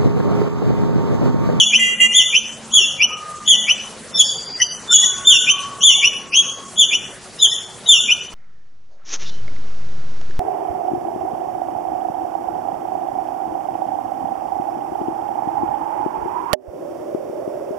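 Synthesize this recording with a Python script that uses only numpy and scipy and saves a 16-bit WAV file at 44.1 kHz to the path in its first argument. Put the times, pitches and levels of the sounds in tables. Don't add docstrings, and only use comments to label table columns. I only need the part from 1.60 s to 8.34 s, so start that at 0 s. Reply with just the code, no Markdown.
import sys
import numpy as np
from scipy import signal
from scipy.io import wavfile
from scipy.ndimage import uniform_filter1d, minimum_filter1d

SR = 44100
rng = np.random.default_rng(int(sys.argv[2]) if len(sys.argv) > 2 else 0)


def volts_from_decibels(level):
    exponent = np.asarray(level, float) / 20
    return 10 ** exponent


def persist_wave(psi):
    counts = np.round(np.clip(psi, -1, 1) * 32767).astype(np.int16)
    wavfile.write(sys.argv[1], SR, np.atleast_2d(counts).T)


N = 297234
EARLY = 4410

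# (frequency [Hz], level [dB per Hz])
STREET_SPECTRUM = [(15, -52), (25, -16), (152, -4.5), (223, -3.5), (280, -10), (528, -4), (631, -8.5),
                   (878, -9), (1290, -10), (3290, -18.5), (3840, -17), (5910, -16.5), (7820, -15.5),
                   (10900, -18), (14100, -53), (22000, -120)]
# (time [s], level [dB])
STREET_SWELL = [(0.0, -37.5), (0.81, -39), (1.292, -37.5), (1.54, -38.5), (1.762, -39), (1.99, -37),
                (3.06, -37.5), (3.59, -36), (4.35, -38), (6.74, -39.5)]
# (frequency [Hz], likeness [0-1])
LIKENESS = [(30, .35), (70, .4), (150, .8), (500, .9), (3000, .86), (10000, .75)]
# (time [s], length [s], start
# pitch [Hz], end pitch [Hz], level [dB])
FAR_TONES = [(-.09, .68, 224, 222, -39), (-.085, 3.05, 525, 529.5, -51.5), (0.462, .25, 2030, 2020, -27),
             (.49, 0.11, 2840, 2825, -25), (.7, 0.82, 223, 222.3, -42.5), (1.1, 0.49, 1253, 1254, -49.5),
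             (1.46, .42, 1260, 1201, -33), (1.78, 0.77, 221, 220, -43.5), (1.84, 0.37, 2008, 1943, -39),
             (2.58, 0.41, 4670, 4770, -31), (2.85, .33, 4825, 4666, -29.5), (3.3, 3.4, 375, 375, -51),
             (3.38, 0.43, 1102, 1120, -40.5), (3.42, 0.516, 1479, 1497, -36.5),
             (3.86, 0.44, 1136, 1112, -31.5), (3.9, 0.38, 1495, 1500, -46), (4.22, 0.95, 1120, 1099, -41.5),
             (4.249, .17, 2000, 2360, -34), (6.22, 0.47, 1454, 1441, -46.5)]
# (time of top [s], top pitch [Hz], level [dB], width of fall [s], voiced after top [s])
SLURRED = [
    (-.025, 3446, -6, .035, 0.061),
    (.568, 3525, -8, 0.031, 0.057),
    (4.254, 3521, -5, .041, .078),
]
CAUGHT = [
    (1.15, 3467, -8, 0.037, 0.094),
    (1.89, 3476, -9, 0.044, 0.063),
    (3.682, 3590, -4.5, 0.038, .088),
    (5.197, 3520, -9.5, 0.033, 0.045),
    (5.83, 3527, -9, 0.029, 0.03),
    (6.3, 3578, -6.5, .034, 0.082),
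]
# (place on bell [bell widths], level [dB], second harmonic [dB re first])
ARCH_EFFORT = [(-0.9566, -26.5, -4), (-0.13, -3, -4), (0, -2.5, -4.5), (0.07, -1.5, -5), (0.65, -3, -11),
               (1.18, -9.5, -11.5), (3, -14, -8)]
# (time [s], length [s], low pitch [Hz], top pitch [Hz], level [dB])
RISES = [
    (0.12, 0.057, 2400, 3075, -13),
    (0.725, 0.068, 2387, 3087, -15.5),
    (1.393, 0.062, 2330, 2998, -14.5),
    (2.067, 0.065, 2300, 3056, -16.5),
    (3.865, 0.065, 2427, 3124, -14.5),
    (4.417, 0.067, 2310, 2972, -13.5),
    (5.308, 0.056, 2370, 3017, -18),
    (6.48, 0.06, 2419, 3042, -15),
]
# (time from start [s], share of climb [1], level [dB], second harmonic [dB re first])
RISE_EFFORT = [(0, -.05, -16, -44), (0.009, -0.027, -4.5, -34), (.019, 0.098, -2.5, -21),
               (.028, .62, 1.5, -12.5), (0.038, .93, -0.1, -6), (.09, 1.05, -2, -8)]
# (time [s], pitch [Hz], level [dB], second harmonic [dB re first])
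CRACKED = [
    [(2.575, 3692, -17.5, -38), (2.59, 3390, -34, 18), (2.605, 3435, -4, -11), (2.62, 2976, -28, -3.5),
     (2.635, 3040, -52, -12)],
    [(3.012, 2947, -37.5, 1.5), (3.02, 3015, -7, 1.5), (3.035, 3020, -71, 10.5)],
    [(3.305, 3648, -29.5, -10), (3.32, 3550, -22, 2), (3.345, 3355, -7, 2.5), (3.37, 3300, -32.5, 4.5),
     (3.41, 3466, -20.5, -3.5), (3.44, 3373, -22.5, -14), (3.475, 3457, -23.5, 2.5)],
    [(4.72, 2188, -38, -7.5), (4.738, 2680, -18, -12), (4.752, 3003, -18.5, -1.5), (4.77, 3234, -18.5, -3),
     (4.797, 3299, -17.5, -5), (4.805, 3290, -23, -4)],
]
CRACKED_THROWN_DB = [0.7, -4, 2.7, 1.2]
# (time [s], length [s], start pitch [Hz], end pitch [Hz], level [dB])
SQUEAKS = [(1.133, 0.026, 3290, 3473, -13.5), (1.876, 0.004, 3243, 3260, -7.5),
           (2.536, 0.043, 3575, 3470, -24), (2.537, 0.052, 5343, 5330, -20.5),
           (2.565, 0.23, 7270, 7130, -35.5), (2.999, 0.012, 2040, 1895, -18), (3, .007, 5630, 5530, -24.5),
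           (3.012, 0.0092, 10180, 9900, -29.5), (3.104, 0.0047, 3120, 2830, -42),
           (3.286, 0.05, 3563, 3580, -20.5), (3.305, 0.022, 1428, 1430, -23),
           (3.306, 0.05, 7550, 7530, -23.5), (3.312, 0.021, 5400, 5480, -20.5),
           (3.326, 0.037, 3030, 2875, -18), (3.41, 0.078, 5490, 6590, -27.5),
           (3.426, .019, 1960, 1910, -30), (3.667, .021, 3444, 3650, -20.5),
           (3.983, 0.0047, 3040, 2900, -19.5), (5.173, .016, 3280, 3470, -15),
           (5.785, .024, 5230, 5075, -31), (5.788, 0.026, 3610, 4040, -25.5), (5.9, 0.035, 4900, 5890, -32),
           (5.911, 0.032, 1874, 1910, -40.5), (6.256, 0.023, 3782, 3770, -26.5)]
# (delay [s], left level [dB], right level [dB])
ECHOES = [
    (.0035, -7, -3),
    (.0075, 0.5, -10),
    (0.0123, -10, -1),
    (0.019, -14, -15.5),
    (0.028, -42, -23),
]
# (time [s], length [s], level [dB])
HORN = [
    (0.175, 0.18, -19),
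    (0.386, 0.094, -14),
]
# (multiple of fundamental [1], level [dB])
HORN_PARTIALS = [(5, 4.4), (6, -14), (7, 4.5), (8, -7), (11, -55), (12, -29.5), (14, -34.5), (15, -21.5),
                 (16, -26.5), (17, -20.5), (18, -18.5), (19, -23.5), (20, -30), (21, -39), (22, -25),
                 (24, -38), (25, -23.5), (26, -27), (10, -38.5)]


def rms_one(x):
    return x / np.sqrt(np.mean(x ** 2) + 1e-20)


def band(x, order, edges_hz, kind="band"):
    return signal.sosfilt(signal.butter(order, edges_hz, kind, fs=SR, output="sos"), x)


def drift(hz, size):
    r = np.exp(-2 * np.pi * hz / SR)
    settle = 9000
    return rms_one(signal.lfilter([1], [1, -2 * r, r * r], rng.standard_normal(size + settle))[settle:])


def span(rows):
    s, *columns = np.transpose(rows)
    at = np.arange(round(s[0] * SR), round(s[-1] * SR))
    return at + EARLY, [np.interp(at / SR, s, c) for c in columns]


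def phase(hz):
    return 2 * np.pi * np.cumsum(hz) / SR


def add(track, at, sound):
    edge = np.minimum(np.arange(len(at)), np.arange(len(at))[::-1]) / 90
    track[at] += np.sqrt(2) * sound * np.minimum(edge, 1)


def street():
    out = 0
    edges = np.geomspace(22, 11500, 19)
    white = rng.standard_normal((2, 2, N + EARLY))
    for k, (low, high) in enumerate(zip(edges, edges[1:])):
        mid, side = band(white[k % 2], 2, [low, high])
        place = np.log(low * high) / 2
        hz, db = np.transpose(STREET_SPECTRUM)
        level_db = np.interp(place, np.log(hz), db)
        hz, likeness = np.transpose(LIKENESS)
        alike = np.clip(np.interp(place, np.log(hz), likeness), 0, 1)
        gain = volts_from_decibels(level_db + 2.8 * drift(12, N + EARLY))
        out = out + gain * (np.sqrt(1 + alike) * mid + np.sqrt(1 - alike) * side * [[1], [-1]])
    s, swell_db = np.transpose(STREET_SWELL)
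    swell_db = np.interp((np.arange(N + EARLY) - EARLY) / SR, s, swell_db - np.mean(swell_db))
    return volts_from_decibels(-37.5 + swell_db) * rms_one(out)


def far_tones():
    fade_s = 0.089
    out = np.zeros(N + EARLY)
    for s, length, start_hz, end_hz, level_db in FAR_TONES:
        at, (hz,) = span([(s, start_hz), (s + length, end_hz)])
        swell = np.clip(np.minimum(at - at[0], at[-1] - at) / (fade_s * SR), 0, 1)
        width_hz = 4 + 0.015 * start_hz
        smear = 0.62 + 0.42 * (drift(width_hz, len(at)) + 1j * drift(width_hz, len(at)))
        add(out, at, volts_from_decibels(level_db) * swell * np.imag(smear * np.exp(1j * phase(hz))))
    return out


def arch(top_s, top_hz, level_db, fall_s, after_s, choked_db):
    lead_s, catch_s = 0.048, 0.013
    start_hz, rest_hz, rise_s, bluntness = 2300, 2752, 0.05, 1.7
    t = np.linspace(-lead_s, after_s, num=40)
    place = t / np.where(t < 0, rise_s, fall_s)
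    low_hz = np.where(t < 0, start_hz, rest_hz)
    places, effort_db, second_db = np.transpose(ARCH_EFFORT)
    hz = low_hz + (top_hz - low_hz) * np.exp(-abs(place) ** bluntness)
    level_db = level_db + np.interp(place, places, effort_db) + choked_db * (t < -catch_s)
    return np.transpose([top_s + t, hz, level_db, np.interp(place, places, second_db)])


def calls():
    every = [(arch(*row, 0), 0.09, 1.7) for row in SLURRED]
    every += [(arch(*row, -16), 0.09, 1.7) for row in CAUGHT]
    every += [(rise(*row), 0.2, -3) for row in RISES]
    every += [(rows, 0.27, db) for rows, db in zip(CRACKED, CRACKED_THROWN_DB)]
    return sorted(every, key=lambda call: call[0][0][0])


def whistles():
    out = np.zeros(N + EARLY)
    for rows, rough, _ in calls():
        at, (hz, level_db, second_db) = span(rows)
        hz = uniform_filter1d(hz, size=300) * (1 + 0.03 * rough * drift(292, len(at)))
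        turn = phase(hz)
        breathy = 0.4 + 0.4 * drift(477, len(at))
        third_db = -12 - 21.5 * (3500 - hz) / 1000
        third = volts_from_decibels(third_db) * breathy * np.sin(3 * turn)
        tone = np.sin(turn) + volts_from_decibels(second_db) * np.sin(2 * turn + 1) + third
        flutter = 1 + rough * drift(223, len(at))
        add(out, at, volts_from_decibels(level_db + 0.5) * flutter * tone)
    return out


def breath(voice):
    high = band(voice, 4, 3150, "high")
    hiss = band(rng.standard_normal(len(voice)), 3, [9800, 11000])
    return volts_from_decibels(-23) * uniform_filter1d(abs(high), size=200) * rms_one(hiss)


def yard(x):
    tail_db, tail_t60_s, side_db = -4.5, 0.57, -13.5
    slap_s, slap_db, slap_t60_s = 0.092, -15.5, 0.27
    t = np.arange(SR) / SR
    tail = volts_from_decibels(tail_db) * rms_one(volts_from_decibels(-60 * t / tail_t60_s)) * np.minimum(t / 0.0019, 1)
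    slap = volts_from_decibels(slap_db) * rms_one(volts_from_decibels(-60 * (t - slap_s) / slap_t60_s) * (t > slap_s))
    mid, side = rng.standard_normal((2, SR))
    diffuse = (tail + slap) / np.sqrt(SR) * (mid + volts_from_decibels(side_db) * side * [[1], [-1]])
    facing = [(np.mean(rows, axis=0)[0], db) for rows, _, db in calls()]
    thrown = x * volts_from_decibels(np.interp((np.arange(N + EARLY) - EARLY) / SR, *np.transpose(facing)))
    thrown = band(thrown, 2, 2570, "high")
    out = x + signal.fftconvolve(thrown[None], diffuse, axes=1)[:, :N + EARLY]
    for delay, left_db, right_db in ECHOES:
        out -= volts_from_decibels([[left_db], [right_db]]) * np.roll(x, round(delay * SR))
    return out


def rise(start_s, length_s, low_hz, top_hz, level_db):
    release_s, release_db = 0.016, -14.5
    t = np.linspace(0, length_s, num=30)
    s, *columns = np.transpose(RISE_EFFORT)
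    climb, effort_db, second_db = (np.interp(t, s, c) for c in columns)
    hz = low_hz + (top_hz - low_hz) * climb
    fade_db = release_db * np.clip(1 - (length_s - t) / release_s, 0, 1)
    return np.transpose([start_s + t, hz, level_db + effort_db + fade_db, second_db])


def horn():
    fundamental_hz, attack_s, release_s, sag_db_per_s = 403.6, 0.02, 0.023, -38
    points = []
    for s, length, db in HORN:
        end_db = db + sag_db_per_s * length
        points += [(s, -50), (s + attack_s, db), (s + length - release_s, end_db), (s + length, -45)]
    at, (level_db,) = span(points)
    out = np.zeros(N + EARLY)
    for multiple, part_db in HORN_PARTIALS:
        shimmer_db = (1.2 + 0.14 * multiple) * drift(15 + 3 * multiple, len(at))
        turn = 2 * np.pi * (round(multiple) * fundamental_hz * at / SR + rng.random())
        add(out, at, volts_from_decibels(level_db + part_db - 1.0 + shimmer_db) * np.sin(turn))
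    return out


def squeaks():
    out = np.zeros(N + EARLY)
    for s, length, start_hz, end_hz, level_db in SQUEAKS:
        at, (hz,) = span([(s, start_hz), (s + length, end_hz)])
        hz = hz * (1 + 0.0089 * drift(220, len(at)))
        add(out, at, volts_from_decibels(level_db) * np.hanning(len(at)) ** 0.78 * np.sin(phase(hz)))
    return out


def scene():
    voice = whistles() + squeaks()
    near = yard(voice + breath(voice) + horn()) * volts_from_decibels([[0.4], [-0.4]])
    return (near + far_tones() + street())[:, EARLY:]


def add_thumps(x):
    return x + volts_from_decibels(-30.5) * band(x ** 2, 1, [40, 130])


def band_gate(x):
    threshold_db, grain_db, grain_side_db = -46.5, -17, -4
    shape = dict(window="cosine", nperseg=2048, noverlap=1024)
    bins = signal.stft(x, **shape)[2]
    width, used = 6, 1020
    bands = bins[:, :used].reshape(2, -1, width, bins.shape[-1])
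    level = np.sqrt(np.mean(abs(bands) ** 2, axis=(0, 2), keepdims=True))
    hz = (np.arange(level.shape[1]) * width * SR / 2048)[:, None, None]
    spared = volts_from_decibels(-16 * np.clip(1 - hz / 2300, 0, 1) - 4 * (hz > 9600))
    chance = volts_from_decibels(1.5 * rng.standard_normal(level.shape))
    loudest = level[:, 16:].max(axis=1, keepdims=True) ** 0.5
    kept = level > volts_from_decibels(threshold_db) * spared * chance * loudest
    noise = rng.standard_normal(bands.shape) + 1j * rng.standard_normal(bands.shape)
    grain = noise[:1] + volts_from_decibels(grain_side_db) * noise
    bins[:, :used] = (kept * (bands + volts_from_decibels(grain_db) * level * grain)).reshape(2, used, -1)
    return signal.istft(bins, **shape)[1][:, :N]


def limiter(x):
    gain = minimum_filter1d(np.minimum(1, 1.15 / (abs(x).max(axis=0) + 1e-9)), size=120)
    return np.clip(x * uniform_filter1d(gain, size=120), -1, 1)


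def top_cut(x):
    return signal.sosfilt(signal.butter(12, 11030, fs=SR, output="sos"), x)


def record(dry):
    heard = band_gate(add_thumps(dry))
    steep = signal.ellip(12, 0.3, 80, 11020, fs=SR, output="sos")
    return top_cut(limiter(signal.sosfilt(steep, heard)))


dry = scene()
out = record(dry)
persist_wave(out)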